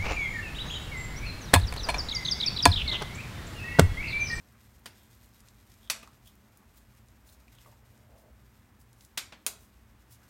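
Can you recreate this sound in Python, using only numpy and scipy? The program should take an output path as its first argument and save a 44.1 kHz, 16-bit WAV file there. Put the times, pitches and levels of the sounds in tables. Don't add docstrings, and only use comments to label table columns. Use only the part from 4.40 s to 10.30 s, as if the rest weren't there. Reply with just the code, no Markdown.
import sys
import numpy as np
from scipy import signal
from scipy.fft import rfft, irfft
from scipy.io import wavfile
from scipy.ndimage import uniform_filter1d

SR = 44100
rng = np.random.default_rng(int(sys.argv[2]) if len(sys.argv) > 2 else 0)


def dump(signal):
    limited = np.clip(np.atleast_2d(signal).T, -1, 1)
    pcm = np.round(limited * 32767).astype(np.int16)
    wavfile.write(sys.argv[1], SR, pcm)


N = 260073
TIME = np.arange(N) / SR
CUTOFF_HZ = 16000


def from_db(db):
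    return 10 ** (np.asarray(db) / 20)


def rms_one(x):
    return x / np.sqrt(np.mean(x ** 2) + 1e-20)


def unit_energy(x):
    return x / np.sqrt(np.sum(x ** 2))


def at_hz(points, hz):
    f, value = np.transpose(points)
    return np.interp(np.log(hz + 1e-3), np.log(f), value)


def hz_axis(size):
    return np.arange(size // 2 + 1) * SR / size


def add(track, s, sound):
    start = max(round(s * SR), 0)
    track[start:start + len(sound)] += sound[:N - start]


def drift(rate_hz):
    lowpass = np.exp(-(hz_axis(N) / rate_hz) ** 2)
    return rms_one(irfft(rfft(rng.standard_normal(N)) * lowpass, N))


def coloured(x, spectrum):
    gain = from_db(at_hz(spectrum, hz_axis(N)))
    return rms_one(irfft(rfft(x) * gain, N))


def band(x, hz, octaves, order=1):
    low = hz * 2 ** (-octaves / 2)
    high = min(hz * 2 ** (octaves / 2), .45 * SR)
    return signal.sosfilt(signal.butter(order, [low, high], "band", fs=SR, output="sos"), x)


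def causal(gain_db):
    cepstrum = irfft(np.log(from_db(gain_db)))
    half = len(cepstrum) // 2
    cepstrum[1:half] *= 2
    cepstrum[half + 1:] = 0
    return np.exp(rfft(cepstrum))


def bump(f, hz, width_hz, db):
    return db / (1 + (2 * (f - hz) / width_hz) ** 2)


def grains(per_s, spread_db):
    sizes = from_db(spread_db * np.minimum(rng.exponential(1, N), 5))
    happens = rng.random(N) < per_s / SR
    return rms_one(sizes * rng.standard_normal(N) * happens)


def flutter(rise, t60, size=8192, count=3, abruptness=1.137):
    t = np.arange(size) / SR
    envelope = (1 - np.exp(-t / rise)) * from_db(-60 * np.minimum(t / t60, 2) ** abruptness)
    x = rng.standard_normal(size) * envelope
    for _ in range(count):
        even = irfft(np.exp(1j * np.angle(rfft(x))))
        local_power = uniform_filter1d(even ** 2, size=48)
        x = even * envelope / np.sqrt(np.abs(local_power) + 1e-12)
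    return unit_energy(x)


# (f/Hz, rms level/dB)
HUM_TONES = [(59.5, -69.5), (118.5, -70.5), (220, -77.5)]
# (f/Hz, relative level/dB per Hz)
AIR_SPECTRUM = [(20, -60.5), (30, -39.5), (45, 1.5), (87, -1), (120, -1.5), (155, -15), (211, -5.5),
                (290, -13.5), (460, -19.5), (1000, -19.5), (2000, -23.5), (4300, -35), (10000, -37.5),
                (16000, -35.5)]
AIR_RMS_DB = -60
HUM_SWELL_AT_S, HUM_SWELL_HALF_S, HUM_SWELL_DB = 3.55, 0.51, 5.5


def background(waver=0.37):
    hum = np.zeros(N)
    for hz, db in HUM_TONES:
        level = from_db(db) * (1 + waver * drift(1.7))
        phase = 2 * np.pi * hz * TIME + 2 * waver * drift(2.2)
        hum += level * np.sqrt(2) * np.sin(phase)
    swell_db = HUM_SWELL_DB * np.exp(-.5 * ((TIME - HUM_SWELL_AT_S) / HUM_SWELL_HALF_S) ** 2)
    air = from_db(AIR_RMS_DB) * coloured(rng.standard_normal(N), AIR_SPECTRUM)
    return hum * from_db(swell_db) + air


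# (f/Hz, t60/s)
KITCHEN_DECAY = [(200, 0.84), (700, 0.426), (2500, 0.303), (6000, 0.26), (10000, 0.26), (15000, 0.071)]


def kitchen_response(early_db=10.5, early_t60=0.0463, gap_s=0.0012, size=32768):
    t, out = np.arange(size) / SR, 0
    for hz in np.geomspace(140, 16000, num=14):
        tail = from_db(-60 * t / at_hz(KITCHEN_DECAY, hz))
        early = from_db(early_db - 60 * t / early_t60)
        out = out + band(rng.standard_normal(size), hz, 0.522, order=2) * (tail + early)
    response = rfft(out * (1 - np.exp(-(t / gap_s) ** 2)))
    power = uniform_filter1d(np.abs(response) ** 2, size=90)
    return unit_energy(irfft(response * causal(-10 * np.log10(power + power.mean() / 20))))


def in_kitchen(x, room, room_db):
    return x + from_db(room_db) * signal.fftconvolve(x, room)[:len(x)]


# (t/s at the firmest, rustle level/dB)
FINGER_PRESSES = [(0.58, -66), (1.08, -70), (1.36, -68.5), (2.4, -78.5), (3.1, -70), (3.46, -79.5),
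                  (5.25, -72.5), (5.85, -70)]
PRESS_ATTACK_S, PRESS_RELAX_S = .11, 0.277
HOLD_DB, HOLD_FADE_DB_PER_S = -71.5, 1.2353


def effort():
    power = from_db(HOLD_DB - HOLD_FADE_DB_PER_S * TIME) ** 2
    for s, db in FINGER_PRESSES:
        press = np.exp(-np.maximum((s - TIME) / PRESS_ATTACK_S, (TIME - s) / PRESS_RELAX_S))
        power = power + (from_db(db) * press) ** 2
    return np.sqrt(power)


# (f/Hz, relative level/dB per Hz)
RUSTLE_SPECTRUM = [(200, -31.5), (800, -18.5), (1500, 0.5), (3200, -.5), (6000, -1), (9300, -2),
                   (10500, -9.5), (12000, 1.5), (16000, -10)]


def kneading(work, patchy_db=2.5):
    crackle = coloured(grains(per_s=2800, spread_db=0.84), RUSTLE_SPECTRUM)
    return work * from_db(patchy_db * drift(22)) * crackle


def stroke(s, db, half_length):
    return from_db(db) * np.exp(-.5 * ((TIME - s) / half_length) ** 2)


# (t/s at the middle, rms level/dB, half length/s)
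SKIN_GLIDES = [(1.873, -61, 0.0155), (2.375, -59.5, 0.011), (2.883, -61.5, 0.0184), (2.933, -61.5, 0.0103),
               (3.26, -66, 0.0256), (3.796, -68, 0.026), (4.407, -63.5, 0.0103), (4.627, -64.5, 0.0316),
               (5.229, -63.5, 0.026), (5.729, -57.5, 0.0181)]
GLIDE_HZ, GLIDE_OCTAVES = 9870, 3.26
# (t/s at the middle, rms level/dB, half length/s)
NEAR_SQUEAKS = [(0.611, -73, 0.037), (1.446, -66, 0.0236), (1.874, -62.5, 0.0121), (3.167, -70.5, 0.0167)]
SQUEAK_HZ, SQUEAK_OCTAVES = 3344, 0.242
# (t/s at the middle, rms level/dB, half length/s, centre f/Hz)
FLESH_DRAGS = [(0.16, -68.5, 0.0218, 1514), (1.032, -70.5, 0.025, 1196), (2.215, -67.5, 0.0228, 970),
               (2.903, -73, 0.086, 680), (3.278, -66.5, 0.0196, 517), (3.578, -71.5, 0.104, 565),
               (3.75, -63.5, 0.042, 577), (3.869, -65, 0.0323, 540), (5.848, -68, 0.033, 1320)]
DRAG_OCTAVES = 0.822


def rubs(stutter_db=1.7):
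    slips = grains(per_s=16000, spread_db=3.5) * from_db(stutter_db * drift(90))
    hiss = rms_one(band(slips, GLIDE_HZ, GLIDE_OCTAVES, order=2))
    glides = sum(stroke(*row) for row in SKIN_GLIDES) * hiss
    narrow = rms_one(band(slips, SQUEAK_HZ, SQUEAK_OCTAVES, order=2))
    squeaks = sum(stroke(*row) for row in NEAR_SQUEAKS) * narrow
    drags = np.zeros(N)
    for s, db, half_length, hz in FLESH_DRAGS:
        dull = rms_one(band(slips, hz, DRAG_OCTAVES, order=2))
        drags += stroke(s, db, half_length) * dull
    return glides + squeaks + drags


# (t/s, level/dB before trim and splat, f/Hz)
WET_POPS = [(1.4748, -46, 3300), (1.675, -43.5, 1207), (2.891, -47, 4050), (3.081, -48, 2445),
            (3.1855, -44, 3157), (3.247, -53, 2053), (3.260, -45, 1091), (3.274, -53, 960),
            (3.324, -51, 929)]
POP_CYCLES = 59.6


def pops(trim_db=-3.0, swell_s=0.000243, spread=0.059, splat_db=-6.0, splat_octaves=2.34,
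         splat_share=0.56, count=4, size=8192):
    out, t = np.zeros(N), np.arange(size) / SR
    for s, db, hz in WET_POPS:
        t60 = POP_CYCLES / hz
        pitches = hz * (1 + spread * (np.linspace(-1, 1, count) + rng.random(count) - .5))
        ring = np.sin(2 * np.pi * np.outer(pitches, t)).sum(axis=0)
        ring = ring * (1 - np.exp(-t / swell_s)) * from_db(-60 * t / t60)
        splat = band(flutter(swell_s, splat_share * t60, size=size), hz, splat_octaves, order=2)
        pop = ring / np.abs(ring).max() + from_db(splat_db) * splat / np.abs(splat).max()
        add(out, s, from_db(db + trim_db) * pop)
    return out


STRAY_TICKS_PER_S, STRAY_TICK_DB, STRAY_TICK_HZ = 24, -51.5, 9000


def stray_ticks(work, scatter_db=-5.0, scatter_octaves=.75, count=240):
    when, luck, strength, pitch = rng.random((count, 4)).T
    per_s = STRAY_TICKS_PER_S * (work[(when * N).astype(int)] / work.max()) ** 2
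    db = STRAY_TICK_DB + scatter_db * (2 * strength - 1)
    hz = STRAY_TICK_HZ * 2 ** (scatter_octaves * (2 * pitch - 1))
    rows = np.column_stack([when * N / SR, db, hz])
    return list(rows[luck < per_s * N / SR / count])


# (t/s, peak level/dB before trim, centre f/Hz)
CLEAR_TICKS = [(1.004, -44, 7150), (1.085, -43, 5030), (1.3175, -48, 5300), (2.172, -42, 11500),
               (2.6843, -50.5, 5840), (4.5295, -47.5, 7200), (4.608, -43, 4410), (4.6489, -41, 7670)]


def ticks(work, trim_db=-2.5, t60=0.0104, octaves=1.53):
    out = np.zeros(N)
    for s, db, hz in CLEAR_TICKS + stray_ticks(work):
        tick = band(flutter(t60 / 20, t60), min(hz, CUTOFF_HZ), octaves, order=2)
        add(out, s, from_db(db + trim_db) * tick / np.abs(tick).max())
    return out


# (t/s, direct level/dB of a unit click's energy, rise/s, t60/s, room level/dB re direct,
# bass/dB, mid/dB, treble/dB, air/dB, resonances [(f/Hz, level/dB)])
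GLOVE_SNAPS = [(0.4576, -16.5, 0.000258, 0.0352, 0.48, -0.5, 2.5, -7, -9.5, [(1530, 7), (1860, 8),
               (3150, 10), (4800, 10), (8600, 11)]),
               (1.4987, -0.5, 0.000505, 0.0317, 0.082, -14.5, -1.5, -1.5, -10, [(650, 7.5), (1200, 7.5),
               (2030, 7), (2550, 11.5), (3800, 8.5), (4550, 8.5), (5800, 10.5), (11300, 10)]),
               (1.6275, -25, 0.000276, 0.0202, 1, 7, 1, -8, -12, [(1200, 20.5), (2550, 19.5)]),
               (4.7738, -4.5, 0.00313, 0.0276, 1, -15.5, -5, -5.5, -12, [(630, 4), (840, 8.5), (1870, 3.5),
               (2450, 3), (3100, 1), (3650, 2.5), (4450, -2)]),
               (4.9216, -21.5, 0.00192, 0.0333, 1, 1.5, 2.5, -13.5, -30, [(520, 10.5), (1140, 9),
               (2560, 10.5)]), (5.0644, -1, 0.000374, 0.00448, -0.16, -8.5, -1.5, 1, 1, [(425, 17.5),
               (620, 9.5), (1480, 13), (2500, 10), (3100, 15), (6000, 10.5), (6900, 10.5), (9300, 17.5)])]
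# bass, mid, reference at 0 dB, treble, air (f/Hz)
SNAP_COLOUR_HZ = [300, 1200, 3500, 8000, 14000]
# (f/Hz, width/Hz, level/dB)
COUNTER_CORNER = (226.7, 87.5, 8.8)


def snaps(relative_width=0.095, low_cut_hz=150, room_share=0.345, size=8192):
    out, f = np.zeros(N), hz_axis(size)
    for s, db, rise, t60, room_db, bass, mid, treble, air, resonances in GLOVE_SNAPS:
        colour = at_hz(list(zip(SNAP_COLOUR_HZ, [bass, mid, 0, treble, air])), f)
        colour += bump(f, *COUNTER_CORNER)
        colour -= 10 * np.log10(1 + (low_cut_hz / (f + 10)) ** 4)
        peaks = sum(bump(f, hz, relative_width * hz, peak_db) for hz, peak_db in resonances)
        slap = rfft(flutter(rise, t60))
        direct = unit_energy(irfft(slap * causal(colour + peaks)))
        all_round = unit_energy(irfft(slap * causal(colour + room_share * peaks)))
        add(out, s, from_db(db) * direct)
        answer = signal.fftconvolve(all_round, kitchen_response())
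        add(out, s, from_db(db + room_db) * answer)
    return out


def scene():
    work = effort()
    handling = kneading(work) + rubs() + pops() + ticks(work)
    fingers = in_kitchen(handling, kitchen_response(), room_db=-5.0)
    return (background() + fingers + snaps())[None]


def record(dry):
    return signal.sosfilt(signal.ellip(10, .2, 80, CUTOFF_HZ, fs=SR, output="sos"), dry)


dry = scene()
out = record(dry)
dump(out)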